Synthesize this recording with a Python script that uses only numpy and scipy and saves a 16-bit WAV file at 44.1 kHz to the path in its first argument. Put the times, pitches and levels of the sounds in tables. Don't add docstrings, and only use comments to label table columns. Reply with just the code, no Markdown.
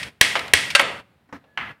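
import sys
import numpy as np
from scipy import signal
from scipy.fft import rfft, irfft
from scipy.io import wavfile

SR = 44100
rng = np.random.default_rng(int(sys.argv[2]) if len(sys.argv) > 2 else 0)


def volts(x):
    e = np.asarray(x, float) / 20
    return 10 ** e


def to_wav(s):
    ch = np.atleast_2d(s).T
    pcm = np.round(np.clip(ch, -1, 1) * 32767)
    wavfile.write(sys.argv[1], SR, pcm.astype(np.int16))


N = 79380
LEAD = 8820
TOTAL = N + LEAD

# start in seconds, level in dB, rattle length in seconds, jolt level in dB.
SNAP_HITS = [
    (-.145, -2.5, 0.004, -28),
    (.2117, -2, 0.0046, -26),
    (0.5355, -2.5, 0.0042, -17.5),
]
# start in seconds, level in dB, rattle length in seconds.
TICK_HITS = [
    (.0292, -29, 0.0095),
    (.2085, -48, .002),
    (.3924, -24.5, .005),
    (.4797, -32.5, .005),
    (.5328, -41.5, 0.0023),
    (.7027, -26, 0.014),
]
CRACK_HITS = [
    (.2117, -15, 0.0044),
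    (.5358, -16, 0.0046),
    (.7950, -31.5, 0.0071),
    (.8105, -35, 0.0085),
]
KNOCK_HITS = [
    (.3535, -19.5, 0.021),
    (.7947, -12, .011),
    (.8105, -22, .006),
]
CLANK_HITS = [
    (.7500, -10.5, 0.014),
]
BUMP_HITS = [
    (1.2895, -38.5, 0.015),
    (1.3262, -36, 0.0091),
]
THUD_HITS = [
    (1.4400, -36.5, 0.013),
]
TAP_HITS = [
    (1.5745, -21, 0.0051),
]

# frequency in Hz, level in dB per Hz.
SNAP_TONE = [(250, -22.5), (750, -17), (1350, -17.5), (2050, -3), (3300, -7), (7000, -18), (9000, -16),
             (16000, -34.5)]
TICK_TONE = [(400, -32), (1140, -13), (2200, 0), (5000, -10), (6800, -19.5), (9400, -21.5), (16000, -36.5)]
CRACK_TONE = [(3000, -29.5), (6500, -5), (10500, 8), (16000, -12)]
KNOCK_TONE = [(120, -33), (300, -13.5), (600, -4.5), (2360, -4), (3500, -8.5), (4500, -19), (9400, -32.5),
              (16000, -53.5)]
CLANK_TONE = [(200, -41.5), (520, -16.5), (1400, -5.5), (2750, -3), (4500, -10.5), (6000, -18),
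              (8700, -16.5), (16000, -43.5)]
BUMP_TONE = [(59, -26), (100, -12.5), (278, -1), (698, -4.5), (1720, -2), (4320, -34), (5490, -21.5),
             (12000, -51), (15600, -90), (22000, -120)]
THUD_TONE = [(200, -21), (600, 4.5), (1000, -9), (3000, -16), (8000, -44)]
TAP_TONE = [(300, -41.5), (750, -6), (1700, 0.5), (3000, -4), (3700, -15.5), (5800, -31), (8000, -40.5),
            (16000, -52)]

# frequency in Hz, level in dB, 60 dB fade in seconds.
SNAP_RING = [(1679, -8, 0.072), (1955, 0, 0.049), (2254, -3.5, .045), (3318, -8.5, .045),
             (4850, -9.5, 0.02514), (5450, -10, 0.01), (9500, -19, .012)]
KNOCK_RING = [(558, -2, 0.11), (808, -7, 0.065), (1107, -12, 0.082), (1323, -6, .07), (1570, -22, 0.037),
              (2170, 1, .04), (2960, -2, .04)]
CLANK_RING = [(567.5, -12, .09), (1375, -8, 0.056), (1586, -10, 0.14), (2190, -10.5, 0.052),
              (2790, -2, 0.031), (3630, -9, .05), (4480, -7.5, .05), (7580, -18, 0.024),
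              (8690, -21.5, 0.057)]
BUMP_RING = [(289, 13, 0.23), (5450, -14, .15)]
TAP_RING = [(2076, 11, 0.039), (3050, 5, 0.034), (5450, -38, 0.084), (5850, -16, 0.043)]
JOLT_RING = [(88, -6, 0.15), (198, -12.5, 0.0067), (422, 8, 0.028)]

# frequency in Hz, level in dB per Hz.
HUM_TONE = [(25, -35), (75, -4.5), (160, -3), (400, -13), (1700, -19), (4200, -28.5), (6000, -41.5),
            (16000, -45.5)]
# delay in seconds, level in dB.
WALL_ECHOES = [(.0175, -19.5)]
# band centre in Hz, 60 dB fade in seconds, level in dB.
ROOM_BANDS = [(125, 0.84, -9.5), (250, 0.55, -9), (530, 0.69, -13), (1046, 0.56, -13.5), (1960, 0.54, -13),
              (4250, 0.51, -16), (7800, 0.45, -16), (14000, 1, -29.5)]
# opening time in seconds, time it starts to shut in seconds.
GATE_SPANS = [
    (-.1, .082),
    (.2080, .516),
    (.5320, .997),
    (1.3245, 1.362),
    (1.5725, 1.712),
]


def spectrum_gain(f, table):
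    hz, db = np.array(table, float).T
    return np.interp(np.log(f), np.log(hz), db)


def hum():
    t = (np.arange(TOTAL) - LEAD) / SR
    f = np.maximum(np.fft.rfftfreq(TOTAL, 1 / SR), 15)
    bed = irfft(rfft(rng.standard_normal(TOTAL)) * volts(spectrum_gain(f, HUM_TONE)), TOTAL)
    drift_db = np.interp(t, np.linspace(t[0], t[-1], 30), rng.standard_normal(30))
    murmur = volts(-44.5 + 1.5 * drift_db) * bed / bed.std()

    start_s, end_s, fade_s = 1.46, 1.8, 0.03
    on = np.clip(np.minimum(t - start_s, end_s - t) / fade_s, 0, 1)
    whistle_db = -42 + drift_db - 14 * (t - 1.5)
    whistle = volts(whistle_db) * on * np.sin(2 * np.pi * 1700 * t)
    return murmur + whistle


def colour(table):
    f = np.maximum(np.arange(1025) * SR / 2048, 15)
    cepstrum = irfft(spectrum_gain(f, table) * np.log(10) / 20)
    cepstrum[1:1024] *= 2
    cepstrum[1025:] = 0
    h = irfft(np.exp(rfft(cepstrum)))[:512]
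    return h / np.sqrt(np.sum(h ** 2))


def ring(modes):
    t = np.arange(SR // 5) / SR
    swell = 1 - np.exp(-t / 0.00062)
    tones = sum(volts(db) * np.sin(2 * np.pi * hz * t) * 1000 ** (-t / t60) for hz, db, t60 in modes)
    return tones * swell


def start_sample(seconds):
    return max(int(seconds * SR) + LEAD, 0)


def through(x, response):
    return signal.fftconvolve(x, response)[:TOTAL]


def hits(rows, tone, modes=None, modes_db=-9.0, wet_db=-1.5, wet_modes_db=-8.0, alike=0.0):
    size = 2048
    rattle, blow, send = np.zeros((3, TOTAL + size))
    t = np.arange(size) / SR
    own = rng.standard_normal(size)
    for row in rows:
        start, level, length = row[0], volts(row[1]), row[2]
        fresh, grain = rng.standard_normal((2, size))
        shape = (1 - np.exp(-t / 0.0002)) * np.exp(-(t / length) ** 2)
        rough = volts(1.5 * np.repeat(grain[::32], 32))
        x = (alike * own + np.sqrt(1 - alike ** 2) * fresh) * shape * rough
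        at = start_sample(start)
        rattle[at:at + size] += level * x / np.sqrt(np.sum(x ** 2) / length / SR)
        blow[at] = level
        send[at] = level * np.sqrt(length * SR)
    response = colour(tone)
    rung = 0 if modes is None else volts(modes_db) * through(blow, ring(modes))
    close = through(rattle, response) + rung
    wet = volts(wet_db) * (through(send, response) + volts(wet_modes_db) * rung)
    return np.array([close, wet])


def snaps():
    return hits(SNAP_HITS, SNAP_TONE, SNAP_RING, modes_db=-0.5, wet_db=2.5, wet_modes_db=-5.0, alike=0.8)


def jolts():
    shove = np.zeros(TOTAL)
    for start, _, _, db in SNAP_HITS:
        shove[start_sample(start)] = volts(db)
    return through(shove, ring(JOLT_RING))


def ticks():
    return hits(TICK_HITS, TICK_TONE, wet_db=-3.5)


def cracks():
    return hits(CRACK_HITS, CRACK_TONE, wet_db=-12.0)


def knocks():
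    return hits(KNOCK_HITS, KNOCK_TONE, KNOCK_RING, modes_db=-2.5, wet_db=2.0, wet_modes_db=-4.0)


def clanks():
    return hits(CLANK_HITS, CLANK_TONE, CLANK_RING, modes_db=7.5, wet_db=0.5, wet_modes_db=-5.0)


def bumps():
    return hits(BUMP_HITS, BUMP_TONE, BUMP_RING, modes_db=-10.0, wet_db=6.5)


def thuds():
    return hits(THUD_HITS, THUD_TONE, wet_db=4.0)


def taps():
    return hits(TAP_HITS, TAP_TONE, TAP_RING, modes_db=-7.5, wet_db=8.5, wet_modes_db=-13.0)


def far_wall(close):
    dull = signal.sosfilt(signal.butter(2, 5000.0, fs=SR, output="sos"), close)
    return sum(volts(db) * np.roll(dull, int(delay * SR)) for delay, db in WALL_ECHOES)


def kitchen(send):
    t = np.arange(SR) / SR
    build_up = 1 - np.exp(-(t / 0.005) ** 2)
    h = np.zeros(SR)
    for hz, t60, db in ROOM_BANDS:
        edges = [hz / 1.41, min(hz * 1.41, 0.48 * SR)]
        octave = signal.butter(2, edges, "band", fs=SR, output="sos")
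        band = signal.sosfilt(octave, rng.standard_normal(SR))
        h += volts(db - 24.5) * band * 1000 ** (-t / t60) * build_up
    return through(send, h)


def scene():
    close, send = snaps() + ticks() + cracks() + knocks() + clanks() + bumps() + thuds() + taps()
    heard = hum() + close + jolts() + far_wall(close) + kitchen(send)
    return heard[None, LEAD:]


def gate():
    t = np.arange(N) / SR
    open_s, shut_s = 0.002, 0.019
    spans = []
    for opens, shuts in GATE_SPANS:
        rise = np.clip((t - opens) / open_s, 0, 1)
        spans.append(rise / (1 + (np.maximum(t - shuts, 0) / shut_s) ** 2))
    return np.max(spans, axis=0)


def band_limit(x):
    return signal.sosfilt(signal.butter(12, 16360, fs=SR, output="sos"), x)


def record(dry):
    low_cut = signal.butter(2, 29, "high", fs=SR, output="sos")
    top_cut = signal.ellip(6, 0.5, 40, 15600, fs=SR, output="sos")
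    band = signal.sosfilt(top_cut, signal.sosfilt(low_cut, dry))
    clipped = np.clip(1.042 * band, -1, 1)
    gated = clipped * volts(-19 * (1 - gate()))
    hiss = volts(-81) * rng.standard_normal(N)
    return band_limit(gated + hiss)


dry = scene()
out = record(dry)
to_wav(out)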